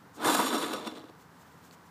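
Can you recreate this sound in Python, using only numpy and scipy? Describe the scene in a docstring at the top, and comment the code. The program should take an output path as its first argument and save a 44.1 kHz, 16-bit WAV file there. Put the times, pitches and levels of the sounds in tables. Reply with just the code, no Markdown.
"""In a garage, a gloved hand flicks a rusty wheel hub, which coasts to a stop on its worn bearing.
Rollers judder over pitted tracks and shake the hub's mount and backing plate; grit crunches and rings
its steel rim. The grinding flares at rough spots and grows duller as the hub slows. Then the glove
brushes the hub, turns it a little and ticks on a stud. The room rumbles and hums low throughout."""
import sys
import numpy as np
from scipy.fft import rfft, irfft, next_fast_len
from scipy.io import wavfile
from scipy.ndimage import map_coordinates

SR = 44100
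rng = np.random.default_rng(int(sys.argv[2]) if len(sys.argv) > 2 else 0)


def wav_out(sig):
    """Save sig, one row per channel (or a flat mono array), as 16-bit PCM at SR to the path in sys.argv[1]."""
    wavfile.write(sys.argv[1], SR, np.round(np.clip(np.atleast_2d(sig).T, -1, 1) * 32767).astype(np.int16))


N = 83790

# rough spots where the bearing catches: middle_s, length_s, judder_db, grit_db
ROUGH_SPOTS = [(0.265, 0.037, 3.5, 1), (0.3, 0.048, 2, 3.5), (0.351, 0.012, 4.5, 5), (0.394, 0.013, 4, 3),
               (0.431, 0.0038, 3.5, 2), (0.476, 0.042, -0.5, 4), (0.543, 0.041, 5.5, 5),
               (0.584, 0.0071, -0.5, 3), (0.636, 0.012, 3, 5), (0.736, 0.0083, 5.5, 7.5),
               (0.772, 0.014, 1, 2.5), (.85, 0.0083, 7, 8), (0.873, .014, 7, 11.5), (0.972, 0.024, 3.5, 5),
               (1.035, 0.0085, 7.5, -9), (1.092, .014, 7, 12)]
# tone of the rollers' rumble: pitch_hz, level_db
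RUMBLE_TONE = [(40, -39), (95, -33), (160, -13), (230, -3.5), (330, -3.5), (600, -16.5), (1200, -7),
               (2000, -27.5), (5000, -38)]


def amp(db):
    """Turn decibels into a gain."""
    return 10 ** (np.asarray(db) / 20)


def unit(x):
    """Scale a signal to an average power of 1."""
    return x / np.sqrt(np.mean(x ** 2) + 1e-20)


def clock():
    """The time of each sample in seconds."""
    return np.arange(N) / SR


def curve(rows):
    """Straight lines through (time_s, value) points."""
    return np.interp(clock(), *np.transpose(rows))


def swell(middle_s, length_s):
    """A smooth rise to 1 and fall around a moment."""
    return np.exp(-(2 * (clock() - middle_s) / length_s) ** 2 / 2)


def filtered(x, response):
    """Pass x through a filter, given as a function of frequency."""
    size = next_fast_len(N + SR // 2)
    return irfft(rfft(x, size) * response(np.fft.rfftfreq(size, 1 / SR)), size)[:N]


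def tone(points):
    """A filter shaped by (pitch_hz, level_db) points, with an average power of 1."""
    def response(f):
        hz, db = np.transpose(points)
        cepstrum = irfft(np.log(amp(np.interp(np.log(f + 1), np.log(hz), db))))
        # fold it so that no sound comes ahead of its hit
        cepstrum[1:len(cepstrum) // 2] *= 2
        cepstrum[len(cepstrum) // 2 + 1:] = 0
        gain = np.exp(rfft(cepstrum))
        return gain / np.sqrt(np.mean(abs(gain) ** 2))
    return response


def ringing(modes):
    """A filter that rings at a part's own pitches, with an average power of 1."""
    def response(f):
        gain = sum((-1) ** k * amp(db) * 1j * f * width / (hz * hz - f * f + 1j * f * width)
                   for k, (hz, width, db) in enumerate(modes))
        return gain / np.sqrt(np.mean(abs(gain) ** 2))
    return response


def noise(points):
    """Steady noise with the given tone."""
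    return unit(filtered(rng.standard_normal(N), tone(points)))


def contacts(per_s, scatter_db, rub):
    """Tiny random hits of uneven size over some smooth rubbing."""
    chance = np.clip(per_s / SR, 1e-4, 1)
    size = amp(scatter_db * rng.uniform(-1, 1, N))
    hits = (rng.random(N) < chance) / np.sqrt(chance) * np.sign(rng.standard_normal(N))
    return unit(unit(hits * size) + rub * rng.standard_normal(N))


def waver(per_s, depth_db):
    """A gain that wanders smoothly at random."""
    drift = map_coordinates(rng.standard_normal(2048), [clock() * per_s], mode='wrap')
    return unit(amp(depth_db * np.tanh(drift)))


def garage():
    """The room rumbles steadily and machinery hums faintly."""
    # tone of the room: pitch_hz, level_db
    room_tone = [(15, -88), (25, -46), (48, -7), (57, -40), (69, -12), (139, -2), (172, -4.5), (293, -4),
                 (363, -11.5), (427, -7), (621, -13), (952, -6.5), (1670, -12.5), (2560, -24), (4150, -26),
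                 (9520, -33), (15000, -32.5)]
    # machinery hum: pitch_hz, level_db
    hum_notes = [(81, -73.5), (172, -65.5)]
    hum = sum(amp(db) * np.sqrt(2) * np.sin(2 * np.pi * hz * clock()) * waver(per_s=4, depth_db=3)
              for hz, db in hum_notes)
    return amp(-56) * noise(room_tone) + hum


def glove_swish():
    """The glove slides on the hub as the flick begins."""
    # tone of the slide: pitch_hz, level_db
    swish_tone = [(1500, -12), (3000, -14), (5000, 0), (8300, 2), (10000, -8), (15000, -7)]
    return amp(-57.5) * swell(middle_s=.163, length_s=.03) * noise(swish_tone)


def rollers(speed, load):
    """Rollers bump over pits and shake the heavy parts; the brighter layers fade first as they slow."""
    # knocks from deep pits: start_s, above_judder_db
    deep_pits = [(.261, 21), (.287, 21.5), (.401, 28.5), (.869, 35), (.878, 35), (1.095, 37.5)]
    # ringing of the hub's mount: pitch_hz, width_hz, level_db
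    mount_modes = [(240.4, 39, -0.5), (274.6, 30, 2.5), (312.8, 19.5, 4), (437, 92, -2.5), (508.4, 55, -1),
                   (613, 28, -4.5), (717.5, 22, -3), (837, 30, -8)]
    # ringing of the backing plate: pitch_hz, width_hz, level_db
    plate_modes = [(964.6, 25, 4), (1138, 61, -1.5), (1177, 27, 4), (1213, 46, -2), (1281.4, 27.5, 2),
                   (1479, 48, -1.5), (1696, 94, -6.5), (1780, 58, -10.5)]
    # tone of the grinding: pitch_hz, level_db
    grind_tone = [(120, -39), (400, -8), (800, 5), (1250, 3), (1650, -14.5), (2000, -4.5), (3000, -17),
                  (6000, -28.5)]
    knocks = np.zeros(N)
    for start_s, db in deep_pits:
        knocks[round(start_s * SR)] += amp(db)
    flare = amp(sum(db * swell(s, length) for s, length, db, _ in ROUGH_SPOTS))
    bumps = lambda: knocks + flare * load * contacts(1100 * np.sqrt(speed), scatter_db=7.5, rub=.25)
    bass_loss = lambda f: 1 / np.sqrt(1 + (185 / (f + 1)) ** 8)  # small parts give off little bass
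    mount = amp(-33) * filtered(bumps() * speed ** 1.163, lambda f: ringing(mount_modes)(f) * bass_loss(f))
    rumble = amp(-37) * filtered(bumps() * speed ** 1.21, tone(RUMBLE_TONE))
    plate = amp(-31.5) * filtered(bumps() * speed ** 2.15, ringing(plate_modes))
    grind = amp(-35) * filtered(bumps() * speed ** 2, tone(grind_tone))
    return mount + rumble + plate + grind


def grit(speed, load):
    """Grit crunches in the bearing and rings the steel rim; the highest sounds need the most speed."""
    # tone of the crunch: pitch_hz, level_db
    crunch_tone = [(700, -22.5), (2000, -2.5), (2600, -3), (3500, 1.5), (4300, -2), (5400, -11),
                   (8000, -13), (15000, -33.5)]
    # tone of the fine fizz: pitch_hz, level_db
    fizz_tone = [(2000, -33), (4500, -0.5), (6000, -5), (7500, -4), (9200, -1.5), (10500, -4.5),
                 (12400, -2.5), (13800, -10), (15300, -13)]
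    # ringing of the hub's rim: pitch_hz, width_hz, level_db
    rim_modes = [(2735, 60, -7), (3524, 38, 2), (3931, 50, 0), (5574, 14, -1), (6767, 30, -5),
                 (6904, 42, -3), (7380, 34, -2), (8680, 70, -2), (9170, 45, -7), (10311, 20, -3),
                 (11630, 35, -9), (12300, 80, -10)]
    split_hz, release_s, grip_db = 6200, .238, -9
    low_modes = [mode for mode in rim_modes if mode[0] < split_hz]
    high_modes = [mode for mode in rim_modes if mode[0] >= split_hz]
    held = (1 - np.tanh((clock() - release_s) / .002)) / 2
    grip = amp(grip_db * held)  # the glove muffles these sounds until it lets go
    flare = amp(sum(db * swell(s, length) for s, length, _, db in ROUGH_SPOTS))
    pressure = flare * load * waver(per_s=280, depth_db=2.5)
    grains = lambda: pressure * contacts(4600 * speed, scatter_db=4, rub=.44)
    crunch = amp(-40) * filtered(grains() * np.sqrt(grip) * speed ** 1.31, tone(crunch_tone))
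    fizz = amp(-38) * filtered(grains() * grip * speed ** 2.84, tone(fizz_tone))
    low_ring = amp(-40) * filtered(grains() * np.sqrt(grip) * speed ** 1.4, ringing(low_modes))
    high_ring = amp(-39.5) * filtered(grains() * grip * speed ** 2.35, ringing(high_modes))
    return crunch + fizz + low_ring + high_ring


def bearing():
    """The hub spins up and coasts down; its speed drives both the rollers and the grit."""
    # how fast the hub turns: time_s, share_of_top_speed
    hub_speed = [(.14, 0), (.2, 0.36), (.248, 0.89), (.4, 0.91), (.49, 0.64), (.6, 0.65), (.76, 0.46),
                 (.82, 0.31), (.99, .17), (1.08, 0.053), (1.19, 0.016)]
    speed = np.clip(curve(hub_speed), 1e-4, 2)
    load = waver(per_s=190, depth_db=1.5)  # the weight shifts from roller to roller
    return rollers(speed, load) + grit(speed, load)


def release_thud():
    """A short, low thud as the hand lets go."""
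    middle_s, pitch_hz = .268, 118
    return amp(-43) * swell(middle_s, length_s=.016) * np.sin(2 * np.pi * pitch_hz * (clock() - middle_s))


def glove_brushes():
    """The glove rubs the hub in soft, uneven strokes."""
    # strokes: middle_s, length_s, level_db
    strokes = [(1.217, .06, -65.5), (1.512, 0.23, -64), (1.65, 0.042, -66), (1.733, 0.035, -62),
               (1.865, 0.063, -66.5)]
    # tone of the rubbing glove: pitch_hz, level_db
    glove_tone = [(300, -30), (1500, -3.5), (3000, 1.5), (5000, 0), (7700, 2), (10000, -8), (15000, -2)]
    level = sum(amp(db) * swell(s, length) for s, length, db in strokes)
    return level * noise(glove_tone) * waver(per_s=50, depth_db=5.5)


def hub_nudge():
    """The hand turns the hub back slowly, and the rollers rumble faintly."""
    # loudness of the turn: time_s, level_db
    turn_levels = [(1.3, -77), (1.42, -73), (1.57, -64.5), (1.68, -65), (1.78, -75), (1.9, -85)]
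    bumps = contacts(per_s=180, scatter_db=7, rub=.68)
    return amp(curve(turn_levels)) * filtered(bumps, tone(RUMBLE_TONE))


def stud_tick():
    """A fingertip meets a wheel stud, which rings very briefly."""
    # ringing of the stud: pitch_hz, width_hz, level_db
    stud_modes = [(1200, 600, -8), (2870, 160, 3), (4200, 380, -1), (5200, 900, -7), (7800, 2000, -14)]
    start_s, fade_s = 1.7102, .014  # the tap falls 60 dB in fade_s
    age = clock() - start_s
    tap = (age > 0) * amp(-48.5 - 60 * abs(age) / fade_s) * rng.standard_normal(N)
    return filtered(tap, ringing(stud_modes))


def scene():
    """All the sounds add up at one close microphone."""
    mix = garage() + glove_swish() + bearing() + release_thud()
    return (mix + glove_brushes() + hub_nudge() + stud_tick())[None]


def record(dry):
    """The microphone weakens the deep bass and cuts off the highest treble."""
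    bass_hz, top_hz = 60, 15400
    return filtered(dry[0], lambda f: (f < top_hz) / np.sqrt(1 + (bass_hz / (f + 1)) ** 4))[None]


dry = scene()
out = record(dry)
wav_out(out)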